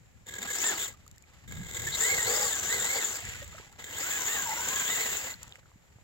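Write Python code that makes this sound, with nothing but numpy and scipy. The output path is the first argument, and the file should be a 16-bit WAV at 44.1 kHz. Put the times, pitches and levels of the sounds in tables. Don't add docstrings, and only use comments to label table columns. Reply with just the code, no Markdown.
import sys
import numpy as np
from scipy import signal
from scipy.fft import rfft, irfft, next_fast_len
from scipy.io import wavfile
from scipy.ndimage import uniform_filter1d

SR = 44100
rng = np.random.default_rng(int(sys.argv[2]) if len(sys.argv) > 2 else 0)


def store_wav(level_fs):
    pcm = np.round(np.clip(np.atleast_2d(level_fs), -1, 1) * 32767)
    wavfile.write(sys.argv[1], SR, pcm.T.astype(np.int16))


N = 266319
T = np.arange(N) / SR
PADDED = next_fast_len(N, True)
HZ = np.fft.rfftfreq(PADDED, 1 / SR)

# time_s, pitch_hz
MOTOR_SPEEDS = [
    [(.262, 199.6), (.46, 481), (.55, 980), (.6, 1450), (.63, 1704), (.665, 1890), (.71, 1700),
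     (.745, 1250), (.79, 855), (.825, 820), (.852, 950), (.9, 330), (.95, 49)],
    [(1.478, 165), (1.66, 310), (1.69, 444), (1.89, 680), (1.96, 969), (2.005, 1740), (2.04, 1930),
     (2.1, 2146), (2.16, 2135), (2.225, 1788), (2.3, 2290), (2.38, 2576), (2.46, 2387), (2.525, 1738),
     (2.575, 1560), (2.665, 1520), (2.695, 1750), (2.74, 2110), (2.82, 1789), (2.89, 2077), (2.97, 2260),
     (3.03, 1800), (3.1, 1620), (3.15, 1317), (3.21, 630), (3.42, 312), (3.6, 122), (3.78, 60.3)],
    [(3.79, 202.7), (3.9, 476.5), (3.96, 855), (4, 1152), (4.12, 1683), (4.18, 1630), (4.24, 1412),
     (4.29, 1780), (4.355, 1910), (4.39, 1671), (4.44, 1540), (4.48, 1375), (4.55, 1365), (4.65, 1523),
     (4.77, 1659), (4.85, 1521), (4.9, 1899), (4.935, 2061), (4.97, 1830), (5.015, 2123), (5.1, 1788),
     (5.16, 1907), (5.2, 1270), (5.31, 1016), (5.355, 111), (5.6, 39.3)],
]
# rattle_db, whine_db (against the rattle), mud_db, spray_db, drift_db_per_s (of all four)
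BURST_LEVELS = [(-32.5, -3, -39.5, -52, -4), (-32, -7.5, -40.5, -44, -2), (-35, 0.5, -40.5, -27.5, -1)]
# start_s, peak_db, decay_s
GEAR_JOLTS = [(0.267, -35, 0.0025), (0.284, -32, 0.0076), (.308, -36, 0.0046), (0.337, -35, 0.0035),
              (.361, -55, 0.003), (0.383, -27.5, 0.0051), (0.417, -28, 0.0031), (0.426, -24.5, 0.0053),
              (.456, -41, 0.0037), (0.472, -32, 0.0084), (0.501, -22.5, 0.013), (0.53, -30.5, 0.03),
              (.55, -27, 0.0065), (.601, -29, 0.0035), (.618, -27, 0.0055), (0.638, -23, 0.0061),
              (.661, -29.5, 0.027), (.776, -21, 0.0056), (0.791, -21, 0.032), (0.824, -28, 0.027),
              (.88, -38, 0.0047), (1.477, -37.5, 0.0011), (1.493, -50, 0.0017), (1.521, -36, 0.0034),
              (1.677, -53, 0.0032), (1.745, -24.5, 0.007), (1.766, -26, 0.0056), (1.793, -25.5, 0.0069),
              (1.818, -32, 0.0037), (1.85, -25, 0.0036), (1.867, -24.5, 0.022), (1.946, -23.5, 0.012),
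              (2.004, -28, 0.013), (3.037, -44, 0.0019), (3.154, -25, 0.0048), (3.793, -38, 0.0059),
              (3.841, -32, 0.0041), (3.98, -31, 0.0035), (4.108, -43, 0.0082), (4.263, -29, 0.006),
              (4.683, -22, 0.01), (4.755, -25, 0.12), (4.949, -23, 0.012), (5.187, -49, 0.0026)]
# pitch_hz, level_db
RATTLE_SPECTRUM = [(100, -19), (400, -4.5), (1150, 9.5), (1420, 13), (1750, 7.5), (2600, 0), (4000, 4.5),
                   (5500, -1), (7500, 4.5), (11000, -9.5), (16000, 9)]
# pitch_hz, width_hz, level_db
GEARBOX_MODES = [(434, 185, -6), (1651, 123, -4), (2090, 300, -4.5), (3240, 83, -13), (3580, 690, -6)]
# time_s, level_db
SINGING_LEVEL = [(.6, -9), (.68, 1), (2, -6), (2.05, 4.5), (2.18, 6), (2.27, 1.5), (2.45, -26), (2.54, 9),
                 (2.62, -3), (2.74, 3.5), (2.85, -2.5), (2.98, 5.5), (3.08, -8), (4.1, -0.5), (4.26, -2),
                 (4.33, -7), (4.39, 8.5), (4.46, -3), (4.6, 2), (4.77, -4.5), (4.85, -4), (4.92, -2),
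                 (5.03, -6), (5.2, -13)]
# multiple, width_hz, first_db, second_db, third_db (by burst)
WHINE_PARTIALS = [(.245, 30, -21, -15, -18.5), (.48, 40, -24, -15, -21), (.78, 50, -19.5, -13, -26),
                  (1.5, 110, -16, -21, -14), (2, 420, -13, -14, -13), (3, 450, -16, -37, -28),
                  (4.04, 553, -7.5, -10.5, -12)]
# time_s, level_db
SPUR_LEVEL = [(3.85, -69), (4.13, -51), (4.22, -38), (4.28, -43), (4.38, -37.5), (4.43, -43), (4.48, -29.5),
              (4.53, -28.5), (4.555, -44), (4.6, -32), (4.65, -42), (4.76, -37), (4.85, -40), (4.9, -43),
              (5.05, -51), (5.3, -58)]
# pitch_hz, width_hz, level_db, onset_hz (motor speed)
SHELL_MODES = [(810, 103, -37.5, 2156), (1180, 46, -38.5, 2270)]
# start_s, length_s, pitch_hz, width_hz, level_db, follows (motor pitch, 0-1)
SHELL_SQUEAKS = [(0.29, .12, 1686, 70, -48, 0.01), (0.471, 0.048, 1670, 70, -34.5, 0.1),
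                 (.545, 0.0896, 1706, 60, -44, 0), (0.631, 0.075, 7500, 200, -45, 1),
                 (.65, 0.07, 1767, 90, -37, 0.05), (0.774, 0.099, 3370, 400, -40.5, 0.7),
                 (.63, 0.12, 3505, 500, -41, 0), (1.87, 0.026, 1780, 84, -34.5, 0.12),
                 (1.918, 0.048, 3905, 610, -33, 0.2), (2.42, 0.058, 1167, 50, -34, .1),
                 (2.507, 0.041, 3600, 120, -36.5, .2), (2.856, 0.046, 4020, 158.5, -42, .3),
                 (3.865, .04, 1700, 90, -47, .05), (3.925, .06, 3250, 450, -44, .4),
                 (4.455, .05, 1630, 60, -41, .1), (5.34, .1, 1970, 150, -64, 0),
                 (4.483, .1, 2026, 121, -43, 0.2), (4.843, 0.1, 3526, 300, -37.5, 0.4),
                 (5.279, 0.049, 2000, 140, -46, 0.06)]
# start_s, length_s, level_db
CHASSIS_GROWLS = [(0.38, 0.096, -54), (.58, .2, -48), (2.022, 0.19, -42.5), (2.259, 0.091, -35.5),
                  (2.337, 0.17, -41.5), (2.712, 0.095, -42), (2.95, 0.056, -42), (3.04, .1, -52.5),
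                  (4.92, 0.27, -50)]
# pitch_hz, width_hz, level_db
GROWL_STRANDS = [(428, 12, -5), (482, 20.6, 1), (549, 16, -4.5)]
# pitch_hz, level_db
MUD_SPECTRUM = [(60, -25), (200, -1), (320, 0), (440, -1.5), (640, 1.5), (900, 8.5), (1300, 5), (2200, -2),
                (4000, -4), (7000, -18.5), (16000, -22)]
# start_s, length_s, level_db
MUD_SLOSHES = [(0.408, 0.075, -45), (0.617, 0.21, -47), (1.27, 0.2, -64.5), (3.525, 0.13, -57),
               (3.779, 0.053, -51.5), (4.612, 0.23, -47.5), (5.395, .13, -60.5)]
# start_s, peak_db
MUD_SPLATS = [(1.0645, -46), (1.0783, -39), (1.1134, -40.5), (1.161, -50), (1.181, -39.5), (1.2236, -46),
              (3.581, -46), (3.726, -41), (5.4308, -29), (5.4794, -41), (5.493, -44), (5.5235, -51),
              (5.5565, -44), (5.5713, -50)]
# pitch_hz, level_db
SPRAY_SPECTRUM = [(300, -7.5), (1500, 4), (3500, 1), (5500, -14), (7200, -2.5), (10000, -41), (13000, -5.5),
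                  (16000, 9)]
# start_s, length_s, level_db
WATER_SHOWERS = [(1.305, 0.22, -69), (3.156, 0.29, -44.5), (3.4, 0.31, -54.5), (5.32, 0.17, -59)]
# pitch_hz, level_db
PATTER_SPECTRUM = [(300, -14), (1200, 5), (2200, 6.5), (3600, 1), (5500, -8), (7200, -10.5), (15000, -18.5)]
# start_s, peak_db, pitch_hz, t60_s
PUDDLE_PLOPS = [(.94, -45, 1190, .04), (1.064, -44, 1200, .014), (1.175, -52, 1750, .012),
                (1.238, -52, 2300, .015), (3.025, -31, 1490, .023), (3.027, -33, 2500, .012),
                (3.037, -40, 3870, .034), (3.268, -35, 1960, .015), (3.345, -40, 1450, .06),
                (3.413, -43, 1836, .05), (3.419, -38, 555, .06), (3.528, -43, 1260, .04),
                (3.545, -41, 625, .032), (3.55, -43, 1300, .025), (3.581, -36.5, 1260, .025),
                (3.582, -42, 1600, .015), (3.598, -40, 405, .014), (3.6, -42, 900, .012),
                (3.626, -45, 1050, .02), (3.665, -50, 820, .04), (3.698, -51, 780, .03),
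                (3.718, -49, 870, .025), (3.733, -46, 1280, .012), (3.757, -50, 760, .02),
                (5.34, -35, 4270, .016), (5.341, -42, 1500, .015), (5.44, -47, 1200, .02),
                (5.514, -50, 780, .02), (5.5235, -32, 3400, .0035), (5.534, -48, 2850, .008),
                (5.5565, -33, 1900, .0014), (5.583, -52, 520, .02), (5.63, -53, 1450, .012),
                (5.657, -45.5, 1320, .007), (5.687, -53, 1220, .006), (5.716, -44.5, 1040, .007),
                (5.838, -55, 850, .015), (5.986, -43, 850, .003)]
# time_s, level_db
GUST_LEVEL = [(0, -57.5), (.75, -54), (1.1, -53.5), (1.24, -61.5), (1.4, -58), (1.51, -43.5), (2.03, -50.5),
              (2.9, -50), (3.06, -61), (3.25, -49), (3.72, -58), (3.95, -55), (5.1, -52.5), (5.4, -53.5),
              (5.65, -63), (6.04, -60.5)]
# pitch_hz, level_db
WIND_SPECTRUM = [(15, -62), (28, -28), (40, -8), (75, 1.5), (115, -2.5), (180, -8), (300, -21), (700, -51),
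                 (3000, -81)]
# start_s, length_s, pitch_hz, width_hz, level_db
HAND_RUBS = [(1.472, 0.22, 113, 99, -43), (1.779, 0.14, 103, 68.6, -39), (3.215, 0.41, 77.5, 55, -48)]
# start_s, peak_db, pitch_hz, t60_s
HAND_BUMPS = [(.235, -47, 88, 0.033), (1.6, -34, 184, 0.15), (3.286, -34, 92, 0.03), (5.735, -50, 75, .05),
              (5.758, -44.5, 186, 0.018), (5.958, -43, 115, 0.03)]
# pitch_hz, level_db
AIR_SPECTRUM = [(30, 15), (200, 6), (400, 6.5), (1000, 5.5), (1700, 0), (3000, -7.5), (6000, -15),
                (16000, -17.5)]
# pitch_hz, left_db, right_db
PORT_RESPONSE = [(100, -4.5, -1), (530, -3.5, -3.5), (1044, -9.5, -8.5), (2263, -1, 4), (3490, -2.5, -1.5),
                 (4300, 1, -5.5), (4800, 0.5, 1.5), (6590, 10.5, -1.5), (7050, 18.5, 11), (7924, 9.5, 10.5),
                 (8750, -12.5, -6.5), (11370, 0, -1.5), (11200, 4.5, 5.5), (16100, -3, -4.5)]
# pitch_hz, left_lead_rad, likeness (0-1)
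PORT_DIFFERENCE = [(145, -0.5, 0.89), (370, 1.5, 1), (690, 0.52, 0.96), (1040, 1.05, 1), (1570, 1.57, 0.95),
                   (1950, 1.45, 0.9), (2334, 3.5, 0.91), (2495, 3, 0.92), (3100, 4.5, 0), (4000, 6, 0.6),
                   (4600, 5, 0.5), (5420, 9.5, 0.53), (7120, 13, 0.65), (7940, 14, 0.25), (9740, 15, 0),
                   (14200, 21.5, .2)]


def truck(rattle_db=-1, ring_db=4.0, quieter_at_speed_db=12.0, coast_db=-4, jolt_db=-12, load_db=1.0,
          rough_db=1.5, uneven_db=.5, sing_wander_db=1, stall_hz=800, sing_from_hz=1426, sing_to_hz=2280,
          grit=0.51, flutter=0.01667, power=1.23):
    speed = motor_speed()
    winding_up = np.clip(uniform_filter1d(np.gradient(np.log(speed)) * SR, size=2000) / 4, 0, 1)
    stalled = 1 / (1 + (speed / stall_hz) ** 3)
    shake = amp(stalled * cogging() + rough_db * wander(130) + uneven_db * wander(22))
    jolts = sum(blows([(s, db)], rise=0.0025, decay=decay) for s, db, decay in GEAR_JOLTS)
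    force = effort(power, axis=0) * amp(load_db * winding_up) * shake + amp(jolt_db) * jolts

    teeth = unit(noise() + grit * grains(per_s=1100)) * shaft_beat(speed)
    rattle = amp(rattle_db) * colour(teeth, RATTLE_SPECTRUM)
    box = sum(amp(db) * resonate(teeth, hz, width) for hz, width, db in GEARBOX_MODES)
    box = box * amp(ring_db - quieter_at_speed_db * (1.5 - stalled) + coast_db * coasting(speed))

    mesh_hz = speed * (1 + flutter * wander(75.9))
    in_range = 1 / (1 + (sing_from_hz / speed) ** 6 + (speed / sing_to_hz) ** 40)
    singing = in_range * amp(curve(SINGING_LEVEL) + sing_wander_db * wander(21))
    whine = effort(0, axis=1) * singing * gear_tone(mesh_hz)
    return force * (rattle + box + whine + overtones(mesh_hz))


def motor_speed():
    return curve(sum(MOTOR_SPEEDS, []))


def effort(power, axis, cruise_hz=1800):
    running = np.zeros(N)
    for rows, levels in zip(MOTOR_SPEEDS, BURST_LEVELS):
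        start, end = rows[0][0], rows[-1][0]
        drift_db = levels[-1] * (T - (start + end) / 2)
        running += amp(levels[axis] + drift_db) * (T > start) * (T < end)
    return uniform_filter1d(running, size=300) * (motor_speed() / cruise_hz) ** power


def cogging(knock_hz=48, jitter=0.2, knock_share=0.26, knock_db=8.5, judder_db=2.8):
    turns = np.cumsum(knock_hz * (1 + jitter * wander(25))) / SR
    knocks = np.exp(-(turns % 1) / knock_share) - knock_share
    return knock_db * knocks + judder_db * wander(90)


def coasting(speed):
    return np.clip(-uniform_filter1d(np.gradient(np.log(speed)) * SR, size=8000) / 3, 0, 1)


def shaft_beat(mesh_hz, gear_ratio=4.4, beat_db=-0.5, jitter=0.039):
    turns = np.cumsum(mesh_hz / gear_ratio * (1 + jitter * wander(48.0))) / SR
    return unit(amp(beat_db * np.cos(2 * np.pi * turns)))


def gear_tone(mesh_hz):
    tone = rasp(mesh_hz, 35, firmness=1) + amp(-6) * rasp(mesh_hz, 200)
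    waver_db = 2.4 * np.tanh(wander(110))
    return unit(tone * amp(waver_db))


def overtones(mesh_hz, from_hz=800, housing_hz=3850, housing_width_hz=600, housing_db=5, level_db=-3.5,
              fade_hz=7800):
    out = np.zeros((2, N))
    burst = np.searchsorted([rows[0][0] for rows in MOTOR_SPEEDS[1:]], T)
    for multiple, width, *burst_dbs in WHINE_PARTIALS:
        hz = multiple * mesh_hz
        flare_db = housing_db / (1 + ((hz - housing_hz) / housing_width_hz) ** 2)
        fits_db = min(2 + 3 * multiple, 5.5) * np.tanh(wander(45))
        gain = amp(level_db + np.array(burst_dbs)[burst] + flare_db + fits_db)
        out += gain * rasp(hz, width) / (1 + (hz / fade_hz) ** 8)
    return out / (1 + (from_hz / mesh_hz) ** 4)


def spur(ratio=.66, width_hz=95, waver_db=3):
    pulling = (T > SPUR_LEVEL[0][0]) * (T < SPUR_LEVEL[-1][0])
    level = amp(curve(SPUR_LEVEL) + waver_db * np.tanh(wander(60))) * pulling
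    return level * rasp(ratio * motor_speed(), width_hz, firmness=.25)


def shell(bend=0.37, top_hz=2350, steepness=22):
    speed, out = motor_speed(), np.zeros((2, N))
    for hz, width, db, onset_hz in SHELL_MODES:
        drummed = 1 / (1 + (onset_hz / speed) ** steepness)
        out += amp(db) * drummed * resonate(noise(), hz * (speed / top_hz) ** bend, width)
    for start, length, hz, width, db, follows in SHELL_SQUEAKS:
        middle_speed = np.interp(start + length / 2, T, speed)
        pull = (speed / middle_speed) ** follows
        out += amp(db) * arch(start, length) * rasp(hz * pull, width)
    return out


def growl(top_hz=2330, bend=0.45):
    pull = (motor_speed() / top_hz) ** bend
    strands = sum(amp(db) * rasp(hz * pull, width, firmness=0.97) for hz, width, db in GROWL_STRANDS)
    return strands * sum(amp(db) * arch(s, length) for s, length, db in CHASSIS_GROWLS)


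def mud(churn_db=1, lumps=0.35, patchy_db=2.5, splat_db=-9):
    wet = colour(noise() + lumps * grains(per_s=560), MUD_SPECTRUM)
    churn = churning() * amp(churn_db + patchy_db * wander(44)) * wet
    landing = amp(splat_db) * blows(MUD_SPLATS, rise=0.00021, decay=0.0011) + clods()
    splat = colour(noise(), [(500, -16.0), (3500, 13.5), (7000, 6), (15000, 6.0)])
    return churn + landing * splat


def churning(power=0.91, settle_s=0.12, settle_share=0.086, seep_db=-69):
    stirred = effort(power, axis=2)
    sloshes = sum(amp(db) * arch(s, length) for s, length, db in MUD_SLOSHES)
    settling = linger(stirred, settle_s)
    return (1 - settle_share) * stirred + settle_share * settling + sloshes + amp(seep_db)


def clods(per_s=45, clod_db=-2, range_db=16, airborne_s=0.081, decay_s=0.0019):
    size = amp(clod_db - range_db * rng.random(N)) * linger(effort(1, axis=2), airborne_s)
    landings = size * (rng.random(N) < per_s / SR)
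    return signal.lfilter([1], [1, -np.exp(-1 / (decay_s * SR))], landings)


def gurgle(count=260, bubble_db=1, range_db=16, low_hz=400, high_hz=2600, ring_cycles=32):
    when, size, pitch = rng.random((count, 3)).T
    s, hz = when * T[-1], low_hz * (high_hz / low_hz) ** pitch
    churn_db = 20 * np.log10(np.interp(s, T, abs(churning())))
    db = churn_db + bubble_db - range_db * size
    return plops(zip(s, db, hz, ring_cycles / hz), glide=0.3, cycles=15.0)


def spray(spray_db=-3, drops=0.55, power=1.37):
    droplets = colour(noise() + drops * grains(per_s=810), SPRAY_SPECTRUM)
    return amp(spray_db) * effort(power, axis=3) * droplets


def patter(drops=0.79):
    falling = sum(amp(db) * arch(s, length) for s, length, db in WATER_SHOWERS)
    return falling * colour(noise() + drops * grains(per_s=600), PATTER_SPECTRUM)


def plops(rows, glide, cycles):
    t, out = T[:SR // 5], np.zeros((2, N))
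    for s, db, hz, t60 in rows:
        turns = hz * (t + glide * t ** 2 / (2 * t60))
        shape = (1 - np.exp(-t * hz / cycles)) * amp(-60 * t / t60)
        add(out, s, amp(db) * shape / shape.max() * np.sin(2 * np.pi * turns))
    return out


def breeze(lumpy_db=3.0, shared=0.85, left_db=2.5):
    eddies = colour(noise() + shared * rng.standard_normal(N), WIND_SPECTRUM)
    eddies = eddies * amp([[left_db], [-left_db]])
    gusts = amp(curve(GUST_LEVEL) + lumpy_db * wander(30.0))
    rubs = sum(amp(db) * arch(s, length) * resonate(noise(), hz, width)
               for s, length, hz, width, db in HAND_RUBS)
    return gusts * eddies + rubs + plops(HAND_BUMPS, glide=0, cycles=1.0)


def still_air(level_db=-62.5):
    return amp(level_db) * colour(noise(), AIR_SPECTRUM)


def amp(db):
    return 10 ** (np.asarray(db) / 20)


def unit(x):
    return x / np.sqrt(np.mean(x ** 2) + 1e-20)


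def curve(rows, axis=1):
    rows = np.array(rows)
    return np.interp(T, rows[:, 0], rows[:, axis])


def spectrum(rows, axis=1):
    rows = np.array(rows)
    return np.interp(np.log(HZ + 1), np.log(rows[:, 0] + 1), rows[:, axis])


def filtered(x, gain):
    return irfft(rfft(x, PADDED) * gain, PADDED)[..., :N]


def colour(x, rows):
    return unit(filtered(x, amp(spectrum(rows))))


def noise():
    return rng.standard_normal((2, N))


def wander(hz):
    return unit(filtered(rng.standard_normal(N), 1 / (1 + (HZ / hz) ** 4)))


def grains(per_s):
    return unit((rng.random(N) < per_s / SR) * noise())


def resonate(x, hz, width):
    turn = np.exp(2j * np.pi * np.cumsum(hz * np.ones(N)) / SR)
    r = np.exp(-np.pi * width / SR)
    band = signal.lfilter([(1 - r) ** 2], [1, -2 * r, r * r], x / turn)
    return unit((turn * band).real)


def rasp(hz, width, firmness=0.16):
    r = np.exp(-np.pi * width / SR)
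    band = signal.lfilter([1], [1, -2 * r, r * r], noise() + 1j * noise())
    band = band / (unit(abs(band)) + 0.15) ** firmness
    return unit((band * np.exp(2j * np.pi * np.cumsum(hz) / SR)).real)


def add(mix, s, sound):
    part = mix[..., round(s * SR):][..., :len(sound)]
    part += sound[:part.shape[-1]]


def blows(rows, rise, decay):
    t, out = T[:SR // 8], np.zeros(N)
    shape = (1 - np.exp(-t / rise)) * np.exp(-t / decay)
    for s, db in rows:
        add(out, s, amp(db) * shape / shape.max())
    return out


def arch(start, length):
    return np.sqrt(np.maximum(np.sin(np.pi * np.clip((T - start) / length, 0, 1)), 0))


def linger(gain, seconds):
    r = np.exp(-1 / (seconds * SR))
    return signal.lfilter([1 - r], [1, -r], gain)


def from_left(x):
    like = np.clip(spectrum(PORT_DIFFERENCE, axis=2), 0, 1)
    late = np.exp(-1j * spectrum(PORT_DIFFERENCE))
    right = filtered(x[0], like * late) + filtered(x[1], 1j * np.sqrt(1 - like ** 2) * late)
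    return np.array([x[0], right])


def scene():
    machine = truck() + spur() + shell() + growl()
    mud_and_water = mud() + gurgle() + spray() + patter() + plops(PUDDLE_PLOPS, glide=0.11, cycles=3.0)
    return from_left(machine + mud_and_water) + breeze() + still_air()


def record(dry, edge_hz=15950):
    port_gains = amp([spectrum(PORT_RESPONSE, axis=1), spectrum(PORT_RESPONSE, axis=2)])
    heard = filtered(dry, port_gains)
    low_pass = signal.firwin(511, edge_hz, window=("kaiser", 9), fs=SR)
    return signal.oaconvolve(heard, low_pass[None], "same")


dry = scene()
out = record(dry)
store_wav(out)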